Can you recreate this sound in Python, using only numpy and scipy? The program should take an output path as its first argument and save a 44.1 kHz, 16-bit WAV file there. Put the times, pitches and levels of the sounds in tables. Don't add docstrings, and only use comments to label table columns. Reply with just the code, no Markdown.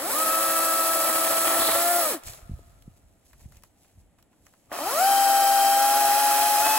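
import sys
import numpy as np
from scipy import signal
from scipy.fft import rfft, irfft
from scipy.io import wavfile

SR = 44100
rng = np.random.default_rng(int(sys.argv[2]) if len(sys.argv) > 2 else 0)


def digitize_waveform(pressure):
    field = np.atleast_2d(pressure).T
    bounded = np.clip(field, -1, 1)
    quanta = np.round(bounded * 32767).astype(np.int16)
    wavfile.write(sys.argv[1], SR, quanta)


N = 298998
TIME = np.arange(N) / SR
FREQS = np.fft.rfftfreq(N, 1 / SR)

# frequency in Hz, relative level in dB per Hz.
FIELD_COLOUR = [(18, -35.5), (30, -10.5), (270, -0.5), (432, -9.5), (673, -6.5), (1080, -18.5),
                (3070, -23.5), (5450, -34), (8060, -21), (9190, -21.5), (10700, -27.5), (13600, -33.5),
                (15500, -47.5)]
FIELD_DB = -66
# frequency in Hz, relative level in dB per Hz.
RUMBLE_COLOUR = [(20, -22), (45, -1), (100, -5), (170, -18), (400, -35), (1500, -62)]
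# peak time in s, rumble level in dB, rise in s, fade in s (both over 20 dB).
GRIP_SHIFTS = [(2.54, -45.5, .2, 0.37), (2.87, -51, 0.077, 0.15), (3.05, -54.5, .07, .17),
               (3.45, -49, 0.19, 0.2534), (3.99, -53.5, .07, 0.2), (4.18, -64, .07, 0.2),
               (4.42, -60.5, .06, .14), (4.69, -66, .1, 0.374)]
# start in s, envelope peak in dB, starting pitch in Hz.
CAMERA_BUMPS = [(2.426, -40, 55), (2.495, -28.5, 176), (2.508, -29, 69.5), (2.514, -28.5, 148),
                (2.535, -26, 85.94), (2.592, -40, 554), (2.854, -43.5, 60), (2.878, -33.5, 188.5),
                (3.457, -35, 132.4), (3.569, -45, 90), (3.975, -48, 130)]
# frequency in Hz, relative level in dB per Hz.
NEEDLE_COLOUR = [(150, 21.5), (700, -33), (1500, -14), (3000, 5), (5500, 8.5), (8000, 12.5), (11000, 10),
                 (15500, 2.5)]
# frequency in Hz, relative level in dB per Hz.
STICK_COLOUR = [(200, -8.5), (700, 5), (1400, -5), (2600, 1.5), (5000, -23), (12000, -35)]
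# peak time in s, relative level in dB, rise in s, fade in s (both over 20 dB).
FOLIAGE_SWISHES = [(2.275, -38, 0.043, 0.12), (2.35, -48.5, .04, 0.1), (2.5, -63.5, 0.1846, 1.3),
                   (2.968, -64, .01, 0.0597), (3.27, -61.5, .06, .3), (3.41, -59, 0.05685, 0.1754),
                   (3.55, -59.5, .1, 0.1108), (3.65, -64, .03, .11), (3.82, -62.5, 0.098, 0.3112),
                   (4.0, -66, .04, .06), (4.19, -68, 0.0209, 0.1), (4.33, -73, .08, 1),
                   (4.465, -63.5, .1, 0.2726), (4.6, -69, 0.2029, .6)]
# start in s, relative level in dB, weight of the woody knock in dB.
TWIG_SNAPS = [(2.2358, -29, -17), (2.2644, -29, -17), (2.2734, -30, -22), (2.2824, -27, -16),
              (2.3344, -29, -6), (2.3466, -32, -14), (2.823, -39.5, -18), (2.9644, -57.5, -15),
              (3.3319, -37.5, 0), (3.4121, -48, -11), (3.5225, -42, 0), (3.5697, -38.5, -20),
              (3.6232, -45, -20), (3.6358, -30.5, -5.5), (4.1854, -52.5, 10), (4.2264, -41, -22),
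              (4.3294, -59.5, 13), (4.4667, -35, -6), (4.5373, -50.5, 9)]

# time in s, level in dB.
SCRAPE_LEVEL = [(1.581, -57.5), (1.609, -30.5), (1.7, -31), (1.78, -38.5), (1.82, -56)]
# frequency in Hz, relative level in dB per Hz.
KERF_COLOUR = [(2500, -23.5), (3300, -12), (3700, -7.5), (4100, -6), (4600, -13), (6500, -30.5)]
# start in s, relative level in dB, T60 in s.
CHAIN_JOLTS = [(1.093, -18.5, 0.09), (1.532, -17.5, 0.098), (1.685, -19.5, 0.16), (4.717, -26.5, 0.099),
               (4.765, -33, .05), (4.787, -28, 0.129)]

# time in s, bite from 0 to 1.
BITE_CURVE = [(.9, 0), (1.1, .55), (1.4, 0.8), (1.7, .95), (1.85, .1), (2.1, 0), (4.75, 0.13), (5.05, 0.09),
              (5.75, 0.1), (6.05, 0.77), (6.45, 1), (6.78, .8)]
# time in s, sprocket turns per s.
SPEED_CURVE_1 = [(0, 42), (.06, 59), (.165, 102), (.21, 107), (.4, 109), (1.06, 109.6), (1.11, 107.5),
                 (1.2, 109.5), (1.45, 109.6), (1.6, 111.1), (1.69, 109), (1.86, 116), (1.99, 116),
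                 (2.09, 100), (2.14, 60), (2.175, 47), (2.24, 20)]
SPEED_CURVE_2 = [(4.69, 15), (4.85, 57), (5.02, 126.5), (5.09, 132.1), (5.68, 132.2), (6.02, 137.4),
                 (6.11, 135.4), (6.2, 139.3), (6.32, 137.7), (6.45, 139.6), (6.58, 138), (6.66, 143.6),
                 (6.78, 143.8)]
# multiple of sprocket speed, relative level in dB.
MOTOR_LINES_1 = [(2, -29.5), (3, -13.5), (5, -10), (7, -13.5), (8, -19), (9, -16.5), (11, -12), (13, -22.5),
                 (15, -14.5), (17, -21.5)]
MOTOR_LINES_2 = [(2, -20.5), (3, -21), (4, -14.5), (5, -6.5), (7, -31.5), (9, -17), (10, -9.5), (11, -12.5),
                 (14, -20.5), (23, -17), (37, -14.5), (42, -15.5), (60, -13.5)]
# relative level in dB, drift in dB per s as the saw is tilted.
TOOTH_HARMONICS_1 = [(-31, 4), (-27, -3), (-40, 1), (-38, -4.5)]
TOOTH_HARMONICS_2 = [(-22.5, -0.3), (-28.5, -1.2), (-36, 1), (-40, 0.055)]
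# frequency in Hz, gain in dB.
HOUSING_RADIATION_1 = [(190, -29.5), (270, -11), (340, -5.5), (420, -14.5), (560, -10), (650, -7.5),
                       (700, -1.5), (950, -8), (1130, -10.5), (1220, -2), (1300, 1), (1420, -2),
                       (1700, -13.5), (2080, -10.5), (2370, -20), (2600, -4), (2800, -11.5)]
HOUSING_RADIATION_2 = [(170, -50), (300, -13.5), (465, -17), (560, -8), (735, 2), (790, 2.5), (950, -5),
                       (1130, -7), (1350, 2), (1590, -11), (2240, -10), (2440, -21.5), (2580, -2.5),
                       (2950, -14), (3170, -2), (3320, -11), (3460, -4)]
# frequency in Hz, relative level in dB per Hz.
CLATTER_COLOUR_1 = [(25, -29), (80, -13), (170, -20.5), (290, -2.5), (450, -8.5), (560, 2.5), (720, 1),
                    (950, -4), (1250, 2), (1520, -8), (1800, -3), (4000, -45.5)]
CLATTER_COLOUR_2 = [(25, -37.5), (90, -15), (175, -25.5), (260, -10.5), (350, -5.5), (450, -18), (700, 5),
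                    (950, -3), (1300, 0.5), (1680, -13), (1850, -12), (4000, -19)]
# frequency in Hz, relative level in dB per Hz.
RASP_COLOUR_1 = [(2000, -8.5), (2300, 3.5), (2600, -1), (2800, -1.5), (3100, 0.5), (3500, -2.5),
                 (3800, -12), (4050, -16.5), (8000, -8)]
RASP_COLOUR_2 = [(1900, 7), (2200, -0.5), (2600, 10), (2850, 1.5), (3150, 9), (3400, -12), (3600, 1),
                 (3800, -23), (4100, -9), (8000, -21)]
# frequency in Hz, relative level in dB per Hz.
HISS_COLOUR_1 = [(2500, -30), (4100, -7.1), (4400, -9.8), (5000, -8.4), (6500, -11.4), (7400, -7.2),
                 (8400, 0.0), (9800, -2.4), (11400, -2.7), (13000, -4.2), (14900, -5.8)]
HISS_COLOUR_2 = [(2500, -30), (4100, -3.3), (4400, -6.0), (5000, -2.6), (6500, -5.7), (7400, -5.1),
                 (8400, 0.0), (9800, -2.1), (11400, -0.9), (13000, -3.3), (14900, -3.7)]

# frequency in Hz, likeness from 0 to 1.
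PORT_LIKENESS = [(100, 0.71), (700, 0.71), (1800, 0.92), (3000, 0.2), (5000, 0.64), (7000, 0.24),
                 (9000, 0.95), (11000, 1), (15000, 0.76)]
# frequency in Hz, lead in radians.
PORT_LEAD = [(0, 0), (2000, .1), (2800, 1.5), (3400, .9), (4000, 1.3), (4700, 2.4), (6100, 2.2), (6700, .1),
             (9100, -3.1), (15800, -12.7)]
EDGE_HZ = 15900

TEETH, LAP = 6, 8
FULL_SPEED = 120
RUN_1, RUN_2 = (-.05, 2.143), (4.728, 6.9)
ATTACK_DB_PER_S, RELEASE_DB_PER_S = 850, 338
# dB per doubling of speed, dB at full bite.
CLATTER_LAW, RASP_LAW, HISS_LAW = (1.6, 3.1), (4.8, 2.7), (7.1, 0.76)
WHINE_LAW, HUM_LAW = (3.3, -0.91), (16.7, 0)
LOW_BAND, RASP_BAND, HISS_BAND = (850, 1150), (1700, 4000), (7000, 15500)
SLACK_SHIMMER = .15


def gain_of(db):
    return 10 ** (np.asarray(db) / 20)


def evened(x):
    return x / np.sqrt(np.mean(x ** 2) + 1e-20)


def read(points):
    f, value = np.transpose(points)
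    return np.interp(np.log(FREQS + 1), np.log(f + 1), value)


def level(s, db):
    return gain_of(np.interp(TIME, s, db, left=-150, right=-150))


def swells(rows):
    power = 0
    for s, db, rise, fade in rows:
        fall_db = 20 * np.maximum((s - TIME) / rise, (TIME - s) / fade)
        power = power + gain_of(db - fall_db) ** 2
    return np.sqrt(power)


def add(mix, s, sound):
    part = mix[round(s * SR):][:len(sound)]
    part += sound[:len(part)]


def wander(hz):
    return evened(irfft(rfft(rng.standard_normal(N)) / (1 + (FREQS / hz) ** 4), N))


def grains(per_s, spread_db):
    size = gain_of(spread_db * np.minimum(rng.exponential(1, (2, N)), 4))
    hits = rng.standard_normal((2, N)) * (rng.random((2, N)) < per_s / SR)
    return evened(size * hits)


def colour(x, points, band=(0, SR)):
    gain = gain_of(read(points))
    inside = (FREQS >= band[0]) & (FREQS <= band[1])
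    return irfft(rfft(x) * gain / np.sqrt(np.mean(gain ** 2 * inside)), N)


def ports(pair):
    same = np.clip(read(PORT_LIKENESS), 0, 1)
    direct, scattered = rfft(pair) * np.sqrt([(1 + same) / 2, (1 - same) / 2])
    lead = np.exp(1j * np.interp(FREQS, *np.transpose(PORT_LEAD)))
    left, right = direct + scattered, (direct - scattered) / lead
    return irfft(np.array([left, right]), N)


def pan(x, left_db):
    return x * gain_of([[left_db / 2], [-left_db / 2]])


def field():
    air = ports(colour(rng.standard_normal((2, N)), FIELD_COLOUR))
    return air * gain_of(FIELD_DB + 0.3 * wander(1.5))


def echo(x):
    t = TIME[:SR * 3 // 2]
    decay = gain_of(-43 - 60 * t / 2.2)
    tail = rng.standard_normal((2, len(t))) * decay * (t > .06) / np.sqrt(SR / 9)
    wet = signal.fftconvolve(x, tail, axes=1)[:, :N]
    return colour(wet, [(200, -4), (700, -2), (1400, 0), (3000, -2), (9000, -15)], band=LOW_BAND)


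def handling():
    thuds, t = np.zeros(N), TIME[:SR // 6]
    for s, db, hz in CAMERA_BUMPS:
        age = t * hz / 0.41
        sinking = np.sin(2 * np.pi * 3 * np.log1p(t * hz / 3))
        add(thuds, s, gain_of(db) * age * np.exp(1 - age) * sinking)
    grip = colour(rng.standard_normal((2, N)), RUMBLE_COLOUR) * swells(GRIP_SHIFTS)
    return thuds + ports(grip)


def foliage():
    needles = colour(grains(9000, 3.3), NEEDLE_COLOUR) * gain_of(0.5)
    clumps = evened(gain_of(4 * wander(30)))
    sticks = colour(grains(2500, 2.5) * clumps, STICK_COLOUR) * gain_of(-9.0)
    return ports((needles + sticks) * swells(FOLIAGE_SWISHES))


def twigs():
    snap, knock, t = np.zeros(N), np.zeros(N), TIME[:SR // 8]
    crack = np.exp(-t / .001) + .06 * np.exp(-t / .02)
    for s, db, wood_db in TWIG_SNAPS:
        snap_noise, knock_noise = rng.standard_normal((2, len(t)))
        add(snap, s, gain_of(db - 6.5) * snap_noise * crack)
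        add(knock, s, gain_of(db + wood_db - 17) * knock_noise * np.exp(-t / 0.00879))
    wood = colour(knock, [(200, -33), (700, -1.5), (1500, -1), (3000, -14), (9000, -37)])
    twig = snap + wood
    return ports(np.array([twig, np.roll(twig, SR // 400)]))


def scrape():
    return ports(colour(grains(4400, 3.8), KERF_COLOUR) * level(*np.transpose(SCRAPE_LEVEL)))


def jolts():
    force, t = np.zeros(N), TIME[:SR // 4]
    for s, db, t60 in CHAIN_JOLTS:
        add(force, s, gain_of(db - 5.5 - 60 * t / t60))
    return ports(colour(force * grains(6000, 0.99), CLATTER_COLOUR_1))


def bite():
    return np.clip(np.interp(TIME, *np.transpose(BITE_CURVE)), 0, 1)


def speed_of(table):
    return np.interp(TIME, *np.transpose(table))


def shaft(speed, flutter):
    return np.cumsum(speed * (1 + flutter * wander(35))) / SR


def drive(speed, run, law):
    (start, stop), (doubling_db, bite_db) = run, law
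    before_db = ATTACK_DB_PER_S * np.maximum(start - TIME, 0)
    after_db = RELEASE_DB_PER_S * np.maximum(TIME - stop, 0)
    growth_db = doubling_db * np.log2(speed / FULL_SPEED) + bite_db * bite()
    return gain_of(growth_db - before_db - after_db)


def hum(speed, run, turns, orders, lines_db, rough):
    lines, damping_db = np.zeros(N), 4 * bite()
    for order, db in orders:
        waver = rough * min(order / TEETH, 1 + order / 150)
        tone = np.sin(2 * np.pi * order * turns + waver * wander(4))
        line = tone * (1 + waver * wander(25))
        lines += gain_of(db - damping_db * (order > TEETH)) * line
    return np.sqrt(2) * gain_of(lines_db) * drive(speed, run, HUM_LAW) * lines


def link_pattern(turns):
    pattern = rng.standard_normal(size=4096)
    return evened(np.interp(turns % LAP, np.linspace(0, LAP, len(pattern)), pattern))


def chain(speed, run, turns, body, cutters, links, clatter_db, rasp_db, hiss_db,
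          beat, surge_db, repeat, chatter_db):
    angle = 2 * np.pi * turns
    strikes = (1 + beat * np.cos(TEETH * angle)) * gain_of(surge_db * wander(90))
    strikes = evened(strikes * (1 + 0.057 * np.cos(angle / LAP)))
    chatter = gain_of(chatter_db * bite() * wander(39))
    ticks = repeat * np.array([link_pattern(turns), link_pattern(turns)])
    knocks, chips, fizz = grains(7000, 2), grains(9000, 2.2), grains(25000, 1.8)

    clatter = colour(strikes * knocks, body, band=LOW_BAND)
    clatter = clatter * gain_of(clatter_db) * drive(speed, run, CLATTER_LAW)
    rasp_colour = [(400, -53.5), (1300, -9.5)] + list(cutters)
    rasp = colour(strikes * evened(chips + ticks), rasp_colour, band=RASP_BAND)
    rasp = rasp * gain_of(rasp_db) * drive(speed, run, RASP_LAW)
    hiss = colour(strikes * evened(fizz + ticks), [(500, -48)] + list(links), band=HISS_BAND)
    hiss = hiss * gain_of(hiss_db) * drive(speed, run, HISS_LAW)
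    return ports((clatter + rasp) * chatter + hiss)


def whine(speed, run, turns, harmonics, radiation, shimmer, blur):
    hz, response_db = np.transpose(radiation)
    age, tone = np.clip(TIME, *run) - run[0], np.zeros(N)
    slack = SLACK_SHIMMER * np.maximum(1 - speed / FULL_SPEED, 0)
    for k, (db, drift_db) in enumerate(harmonics, 1):
        unsteady = shimmer + blur * (k - 1) + slack
        swing = 1 + unsteady * (wander(36) + 1j * wander(45))
        radiated_db = np.interp(np.log(k * TEETH * speed), np.log(hz), response_db)
        harmonic = (swing * np.exp(2j * np.pi * k * TEETH * turns)).real
        tone += gain_of(db + drift_db * age + radiated_db) * harmonic
    return np.sqrt(2) * tone * drive(speed, run, WHINE_LAW)


def saw():
    speed_1, speed_2 = speed_of(SPEED_CURVE_1), speed_of(SPEED_CURVE_2)
    turns_1, turns_2 = shaft(speed_1, flutter=0.0028), shaft(speed_2, flutter=0.00102)
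    tones_1 = whine(speed_1, RUN_1, turns_1, TOOTH_HARMONICS_1, HOUSING_RADIATION_1,
                    shimmer=0.14, blur=0.033)
    tones_1 += hum(speed_1, RUN_1, turns_1, MOTOR_LINES_1, lines_db=-28.5, rough=0.48)
    tones_2 = whine(speed_2, RUN_2, turns_2, TOOTH_HARMONICS_2, HOUSING_RADIATION_2,
                    shimmer=0.029, blur=0.15)
    tones_2 += hum(speed_2, RUN_2, turns_2, MOTOR_LINES_2, lines_db=-33, rough=0.42)
    noise_1 = chain(speed_1, RUN_1, turns_1, CLATTER_COLOUR_1, RASP_COLOUR_1, HISS_COLOUR_1,
                    clatter_db=-42, rasp_db=-41.0, hiss_db=-25.0,
                    beat=0.18, surge_db=0.5, repeat=0.62, chatter_db=4.0)
    noise_2 = chain(speed_2, RUN_2, turns_2, CLATTER_COLOUR_2, RASP_COLOUR_2, HISS_COLOUR_2,
                    clatter_db=-41.5, rasp_db=-40.0, hiss_db=-28.5,
                    beat=0.26, surge_db=0.1, repeat=0.73, chatter_db=1.2)
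    return pan(tones_1, left_db=2.9) + pan(tones_2, left_db=3.0) + noise_1 + noise_2


def scene():
    cutting = saw() + jolts() + scrape()
    return cutting + echo(cutting) + foliage() + twigs() + handling() + field()


def record(dry):
    lowpass = signal.firwin(511, EDGE_HZ, window=("kaiser", 9), fs=SR)
    return signal.oaconvolve(dry, lowpass[None], "same")


dry = scene()
out = record(dry)
digitize_waveform(out)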